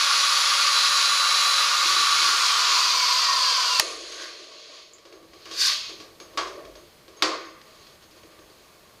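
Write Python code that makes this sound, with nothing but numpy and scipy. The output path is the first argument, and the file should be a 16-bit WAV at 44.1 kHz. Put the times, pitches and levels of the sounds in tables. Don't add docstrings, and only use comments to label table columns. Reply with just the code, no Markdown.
import sys
import numpy as np
from scipy import signal
from scipy.fft import rfft, irfft
from scipy.io import wavfile
from scipy.ndimage import uniform_filter1d

SR = 44100
rng = np.random.default_rng(int(sys.argv[2]) if len(sys.argv) > 2 else 0)


def nominal_scale(level):
    x = np.asarray(level, float) / 20
    return 10 ** x


def transcribe(signal):
    frames = np.atleast_2d(signal).T
    limited = np.clip(frames, -1, 1)
    pcm = np.round(limited * 32767).astype(np.int16)
    wavfile.write(sys.argv[1], SR, pcm)


N = 396890
T = np.arange(N) / SR
OFF_S, JAM_S, DROP_S = 2.24, 3.797, 7.2
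EDGES_HZ = [700, 2200, 7300]


def unit(x):
    return x / np.sqrt(np.mean(x ** 2))


def walk(rate):
    hold = int(SR / rate)
    steps = np.repeat(rng.standard_normal(N // hold + 1), hold)
    slewed = uniform_filter1d(uniform_filter1d(steps, hold), hold)
    return unit(slewed[:N])


def spells(rows):
    power = 1e-30
    for s, db, rise, hold, fall in rows:
        rise_db = 60 * np.maximum((s - T) / rise, 0)
        fall_db = 60 * np.maximum((T - s - hold) / fall, 0)
        power = power + nominal_scale(db - rise_db - fall_db) ** 2
    return power


def colour_gain(size, colour, peaks=()):
    hz = np.arange(size // 2 + 1) * SR / size + 1
    at, db = np.transpose(colour)
    gain = nominal_scale(np.interp(np.log(hz), np.log(at), db))
    for peak_hz, width, peak_db in peaks:
        gain = gain * (1 + nominal_scale(peak_db) / (1 + ((hz - peak_hz) / width * 2) ** 2))
    return hz, gain


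def tint(colour, size=N):
    gain = colour_gain(size, colour)[1]
    return unit(irfft(rfft(rng.standard_normal(size)) * gain, size))


def bands(x, colour, peaks=()):
    hz, gain = colour_gain(len(x), colour, peaks)
    below = [0 * hz] + [1 / (1 + (hz / edge) ** 16) for edge in EDGES_HZ] + [1 + 0 * hz]
    spectrum = rfft(x) * gain
    return [unit(irfft(spectrum * np.sqrt(upper - lower + 1e-12), len(x)))
            for lower, upper in zip(below, below[1:])]


def play(kinds, layers, flicker_db, rate):
    power = sum(nominal_scale(band_db)[:, None] ** 2 * spells(rows) for rows, band_db in kinds)
    return sum(np.sqrt(p) * nominal_scale(flicker_db * walk(rate)) * layer for p, layer in zip(power, layers))


def grit(spread_db, t60, direct):
    size_db = spread_db * np.clip(rng.standard_normal(N), -3, 3)
    chips = rng.standard_normal(N) * nominal_scale(size_db)
    t = T[:SR // 4]
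    ring = uniform_filter1d(rng.standard_normal(len(t)), size=3) * 1000. ** (-t / t60)
    ring[0] = direct
    return signal.fftconvolve(chips, ring)[:N]


def ringing(table, t, longest):
    hz, db, t60 = np.transpose(table)[:, :, None]
    drift = np.cumsum(.025 * rng.standard_normal((len(table), len(t))), axis=1)
    decay = 1000. ** (-t / np.minimum(t60, longest))
    return hz[:, 0], nominal_scale(db - 3) * np.sin(2 * np.pi * hz * t + drift) * decay


def cutting():
    # (frequency [Hz], level [dB per Hz])
    fast_colour = [(160, -81), (270, -46), (524, -26), (561, -25.5), (632, -33), (872, -22), (1160, -3.5),
                   (1310, -9.5), (1720, -13.5), (2250, -15), (3760, -8), (4100, -6.5), (6710, -15),
                   (8090, -27.5), (10100, -25), (15700, -43)]
    slow_colour = [(160, -72), (270, -39), (481, -18.5), (872, -23.5), (1020, -3), (1360, -8),
                   (1940, -16.5), (2260, -17), (2870, -12.5), (3580, -10.5), (4610, -3), (6710, -19),
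                   (7550, -29), (13200, -40.5), (15700, -53)]
    # (frequency [Hz], width [Hz], level [dB])
    fast_plate = [(1165, 60, 3), (1390, 40, -5), (3400, 60, -9), (4240, 60, -8), (4700, 700, -9),
                  (14200, 700, -3)]
    slow_plate = [(990, 130, 0), (4700, 250, -13)]
    full_db = [-50.5, -26, -22.5, -37.5]
    slow_loss_db = [1.5, -4, -1.1, -0.5]
    slow_s = np.maximum(T - 2.3, 0)
    turn = np.minimum(slow_s / 0.88, 1) * np.pi / 2
    fast = bands(grit(3.2, 0.11, 44.0), fast_colour, fast_plate)
    slow = bands(grit(4.2, 0.089, 46.0), slow_colour, slow_plate)
    cut = np.zeros(N)
    for db, loss_db, a, b in zip(full_db, slow_loss_db, fast, slow):
        level_db = db + loss_db * (slow_s / 1.38) ** 2 + 0.61 * walk(14)
        cut += nominal_scale(level_db) * (np.cos(turn) * a + np.sin(turn) * b)
    return cut * (T < JAM_S + .005)


def whine():
    # (time [s], speed [Hz])
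    run = [
        (0.0, 572.7),
        (1.54, 570.9),
        (1.75, 570.0),
        (2.04, 567.2),
        (2.24, 571.2),
    ]
    # (multiple [1], level under the line they follow [dB])
    run_orders = [(6.5, -13), (12, -15), (13.5, -23)]
    # (multiple [1], level [dB], resonance [Hz], width [Hz], loose gear [0-1])
    coast_orders = [(1, -55, 460, 110, 1), (4, -28.5, 1080, 70, 1), (6.7, -37.5, 2400, 1100, 1),
                    (13.3, -37, 2950, 350, 1), (13.4, -35, 4600, 200, 1), (17, -44.5, 9000, 1800, 0),
                    (17, -39.5, 6400, 800, 0), (17, -35, 4600, 200, 1), (39, -52.5, 13200, 2800, 0)]
    # (time [s], level [dB], rise per 60 dB [s], hold [s], fall
    # per 60 dB [s])
    shaft_sings = [
        (0, -59, .1, 1.45, -5),
        (1.91, -52, -0.5, .01, .5),
    ]
    pinion_sings = [
        (0, -38, .1, .01, 1.1),
        (.77, -28, .5, .85, .3),
        (1.77, -28.5, .06, .01, .7),
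        (1.96, -30, .07, .08, .5),
        (2.23, -33, .9, .01, .1),
    ]
    fan_sings = [
        (0, -41.5, .1, 1.6, .6),
        (1.9, -43.5, .5, 0.38, .1),
    ]
    coast_tau_s = 1.48
    hz = np.interp(T, *np.transpose(run)) * np.exp(-np.maximum(T - OFF_S, 0) / coast_tau_s)
    turns = np.cumsum(hz * (1 + 0.00031 * walk(29.45))) / SR
    loose = np.cumsum(hz * (1 + .006 * walk(40))) / SR
    shaft, pinion, fan = (10 * np.log10(spells(rows)) for rows in (shaft_sings, pinion_sings, fan_sings))
    powered = T < OFF_S
    coasting = (T >= OFF_S) & (T < JAM_S)
    lines = [(1, shaft, turns, powered), (17, fan, turns, powered), (7, pinion, turns, powered)]
    for k, db in run_orders:
        lines.append((k, np.maximum(pinion, fan + 8) + db, turns, powered))
    for k, db, at_hz, width, slack in coast_orders:
        resonance_db = -20 * np.log10(1 + ((k * hz - at_hz) / width) ** 4)
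        lines.append((k, db + resonance_db, loose if slack else turns, coasting))
    waver = [walk(12), walk(17), walk(20)]
    out = np.zeros(N)
    for i, (k, db, phase, on) in enumerate(lines):
        waver_db = .5 if phase is turns else 2.5
        db = db + waver_db * np.roll(waver[i % 3], i * SR)
        audible = k * hz[on] < .45 * SR
        out[on] += np.sqrt(2) * nominal_scale(db[on]) * audible * np.sin(2 * np.pi * k * phase[on])
    return out


def shudder():
    # (time [s], level [dB], rise per 60 dB [s], hold [s], fall per 60 dB [s])
    swells = [
        (1.854, -48.5, .15, .14, .8),
        (2.282, -51, 0.96, 0.057, .3),
    ]
    # (frequency [Hz], level [dB per Hz])
    colour = [(24, -43), (40, -15), (64, -9), (108, -18), (162, 2), (226, -31), (274, -4), (353, 9),
              (450, -0.5), (580, -35), (990, -120)]
    return np.sqrt(spells(swells)) * tint(colour)


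def jam_snap():
    # (time [s], level [dB], length [s])
    s, db, length = (3.7968, -5, .0042)
    # (frequency [Hz], level [dB per Hz])
    colour = [(30, -36), (150, -14), (1500, -3), (4500, 0), (8000, -11), (15700, -24)]
    jam = nominal_scale(db) * tint(colour) * (T > s) * np.exp(-np.clip((T - s) / length, 0, 9) ** 4)
    edge = np.diff(jam, prepend=0) * np.exp(-np.clip((T - s) / .001, 0, 30))
    return jam + .5 * edge


def trigger_switch():
    # (time [s], level [dB], frequency [Hz], width [Hz], t60 [s])
    s, db, hz, width, t60 = (4.935, -48, 6900, 650, .17)
    band = tint([(hz - 2 * width, -40), (hz - width / 2, 0), (hz + width / 2, 0), (hz + 2 * width, -40)])
    return nominal_scale(db) * band * (T > s) * 1000. ** (-np.clip(T - s, 0, 9) / t60)


def scrape():
    drag = [
        (5.614, -22.5, 0.21, 0.071, 0.33),
    ]
    drag_db = [-34, -13, 0.5, -6]
    scuff = [
        (4.22, -43, 0.67, 0.031, 0.63),
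        (5.47, -50.5, 0.058, 0.089, 0.69),
    ]
    scuff_db = [-30, -0.6, -8, -12]
    # (frequency [Hz], level [dB per Hz])
    colour = [(59, -66), (100, -61), (884, -38), (1070, -10), (1350, -20), (1470, -6), (1810, -10),
              (2540, -9.5), (4500, 7.5), (6450, -12), (7480, -28), (14100, -40), (15700, -55)]
    layers = bands(grit(5.1, .05, 31.0), colour)
    return play([(drag, drag_db), (scuff, scuff_db)], layers, 1.3, 40)


def knocks():
    # (time [s], level [dB], boom over it [dB], crack over it [dB])
    light = [(4.119, -33, -11, 3), (4.2, -40.5, 0, 10), (4.983, -49, -5, 9), (5.053, -46, 2, 12),
             (5.125, -47.5, 6, 12), (5.228, -60, 15.5, 19), (5.334, -48, 3.5, 12), (5.456, -41, 1, 12),
             (5.511, -30.5, -9.5, -1), (5.894, -43, 5.5, 16), (6.001, -37.5, -2, 10), (6.201, -40.5, 1, 11),
             (6.335, -53, 11, 15), (6.47, -35, -2, 2), (6.651, -48, 3, 16), (6.753, -45, 2, 11),
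             (7.08, -47.5, 4, 11.5), (7.169, -56, 7, 8), (7.449, -46, 1, 12), (7.615, -55, -4.5, 20),
             (7.869, -52, -4, 17), (8.024, -55, -6, 15), (8.111, -51, -3, 8), (8.234, -58.5, 12, 19),
             (8.39, -54.5, 6, 17), (8.498, -53, 2, 8)]
    # (time [s], level [dB], boom over it [dB], crack over it [dB], body over it [dB])
    heavy = [
        (6.374, -21.5, -8.5, 6.6, 2),
        (7.223, -14.5, -7, 13, -3),
    ]
    # (frequency [Hz], level [dB], t60 [s])
    tap_modes = [(330, -6, .5), (440, -6, .5), (540, -4, .5), (650, -9, .5), (1130, 6, .4), (1200, 0, .4),
                 (2320, -5, .3), (2900, -8, .3), (3250, -4, .25), (1650, -3, .3), (3720, -5, .25),
                 (4250, -4, .25), (5100, -5, .2), (5820, -7, .2)]
    drop_modes = [(321, 3, 0.59), (516, 0.5, 1.0), (952, -22, 1.3), (1080, -2, 0.86), (1240, -8, 0.64),
                  (1186, -3.5, 1.3), (1500, -8, 0.74), (1630, -8, 0.21), (1890, -2, 0.36),
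                  (2070, -11, 0.97), (2627, -19, 0.63), (4620, 4.5, 0.18), (5020, -19, 0.87),
                  (5100, 1, 0.14)]
    # (frequency [Hz], level [dB per Hz])
    tail_colour = [(88, -72), (150, -101), (327, 8), (881, -11.5), (1050, -1), (1780, -12), (2030, -11.5),
                   (3580, -6.5), (4610, -3), (9840, -30.5), (15700, -53)]
    crack_colour = [(40, -60), (150, -15), (400, -27), (1100, 7), (4500, 8.5), (8000, -13), (15700, -21)]
    tail_t60_s = [0.66, 0.46, 0.35, 0.37]
    size = SR * 4 // 5
    out, t = np.zeros(N + size), T[:size]
    tap, drop = ringing(tap_modes, t, .5), ringing(drop_modes, t, .8)
    fades = [1000. ** (-t / t60) for t60 in tail_t60_s]
    tails = bands(rng.standard_normal(N), tail_colour)
    cracks = tint(crack_colour)
    taps = [(s, db, boom, crack, -6 + 0.55 * boom) for s, db, boom, crack in light]
    for s, db, boom, crack, body in taps + heavy:
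        start = int(s * SR)
        at = slice(start // 2, start // 2 + size)
        gains = nominal_scale(db + np.array([boom, body, 0, -18]) - 8.5)
        hit = sum(gain * tail[at] * fade for gain, tail, fade in zip(gains, tails, fades))
        mode_hz, modes = tap if s < DROP_S else drop
        mode_gains = nominal_scale(2 * rng.standard_normal(len(mode_hz))) * gains[np.searchsorted(EDGES_HZ, mode_hz)]
        hit += mode_gains @ modes
        hit *= 1 - np.exp(-t / 0.001)
        hit += nominal_scale(db + crack - 10.5) * cracks[at] * np.exp(-t / 0.004)
        out[start:start + size] += hit
    return out[:N]


def chuck():
    # (time [s], level [dB])
    jolt_rows = [(3.9, -50), (4.119, -42), (4.2, -47), (5.053, -64), (5.125, -65), (5.334, -58),
                 (5.456, -56), (5.511, -47), (5.894, -56), (6.201, -53), (6.374, -45), (6.651, -64),
                 (6.753, -58), (7.169, -53), (7.223, -46), (7.449, -58), (7.615, -62), (7.79, -60),
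                 (8.024, -63), (8.234, -65), (8.39, -64)]
    low_hz, high_hz, high_db, t60_s = 6460, 10100, -15, 0.58
    jolts, t = np.zeros(N), T[:SR]
    s, db = np.transpose(jolt_rows)
    jolts[(s * SR).astype(int)] = nominal_scale(db)
    ring = np.sin(2 * np.pi * low_hz * t) + nominal_scale(high_db) * np.sin(2 * np.pi * high_hz * t)
    ring *= 1000. ** (-t / t60_s)
    return signal.fftconvolve(jolts, ring)[:N] * nominal_scale(2.6 * walk(30))


def shuffle():
    jam_tail = [
        (3.803, -21.5, 0.0034, .005, 0.12),
        (3.82, -30, .01, 0.009, 1.04),
    ]
    jam_db = [-13, -7, -1.5, -11.5]
    plate_hum = [
        (3.82, -42, .01, .01, 3.3),
        (4.7, -54, .2, .01, 2.7),
        (6.57, -42, 1.1, .01, .9),
        (7.3, -36, 0.33, .01, .55),
    ]
    hum_db = [-1.4, -11, -13.5, -35]
    last_spin = [
        (4.22, -39.5, 0.75, .01, 0.98),
        (4.4, -48.5, 0.75, 0.38, 0.87),
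    ]
    spin_db = [-32, -9.5, 0.8, -14]
    echo = [
        (5.7, -26, .4, .02, 0.74),
        (5.49, -48, 0.82, .01, .6),
    ]
    echo_db = [-36, -15, -2.2, -24]
    drop_echo = [
        (7.32, -37, 0.42, .01, 0.73),
    ]
    drop_db = [-15, -1.2, -3, -26]
    cloth = [
        (4.95, -64.5, .3, 2.2, 1),
        (7.68, -59, 0.57, .25, .9),
        (8.03, -59, .1, 0.0088, 0.18),
        (8.17, -58, 0.34, .01, 0.49),
        (8.25, -63, .5, .8, .9),
    ]
    cloth_db = [-0.5, -0.5, 1.5, -12]
    # (frequency [Hz], level [dB per Hz])
    colour = [(120, -70), (200, -39), (339, -1.5), (594, -7), (870, -18), (1100, 2), (1340, -8.5),
              (1860, -8), (3160, -3), (4620, 2), (5640, -9), (6640, -11), (7680, -27.5), (10300, -28.5),
              (15300, -60)]
    kinds = [(jam_tail, jam_db), (plate_hum, hum_db), (last_spin, spin_db), (echo, echo_db),
             (drop_echo, drop_db), (cloth, cloth_db)]
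    return play(kinds, bands(grit(3.2, 0.15, 44.0), colour), 1.37, 16) * (T > JAM_S)


def thuds():
    # (time [s], level [dB], frequency [Hz], length [s])
    steps = [
        (1.9, -60, 60, .15),
        (2.35, -61.5, 48.7, 0.39),
        (3.952, -64, 48, 0.31),
        (6.422, -57, 54.8, 0.12),
        (6.72, -54, 49, 0.094),
    ]
    return sum(nominal_scale(db) * np.sin(2 * np.pi * hz * T) * np.exp(-((T - s) / length) ** 2)
               for s, db, hz, length in steps)


def noise_floor():
    # (frequency [Hz], level [dB per Hz])
    colour = [(15, -9), (60, -0.5), (150, -2), (300, -4), (1000, -8), (6000, -17.5), (12000, -19),
              (15000, -19.5), (15800, -36)]
    recover_s, recover_length_s = 4.72, 0.79
    drill_duck_db = -11.5 * np.clip(1 - (T - recover_s) / recover_length_s, 0, 1)
    drop_duck_db = -4 * np.exp(-((T - DROP_S - .15) / 0.22) ** 2)
    return nominal_scale(-56.5 + drill_duck_db + drop_duck_db) * tint(colour)


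def scene():
    drill = cutting() + whine() + shudder() + jam_snap() + trigger_switch()
    handling = scrape() + knocks() + chuck()
    background = shuffle() + thuds() + noise_floor()
    return np.tile(drill + handling + background, (2, 1))


def band_limit(x):
    return signal.sosfilt(signal.butter(12, 15840, fs=SR, output="sos"), x)


def record(dry):
    flat = dry / (1 + (dry / 0.43) ** 6) ** (1 / 6)
    top_hz = 15600
    mix = signal.sosfilt(signal.butter(8, top_hz, fs=SR, output="sos"), flat)
    return band_limit(mix)


dry = scene()
out = record(dry)
transcribe(out)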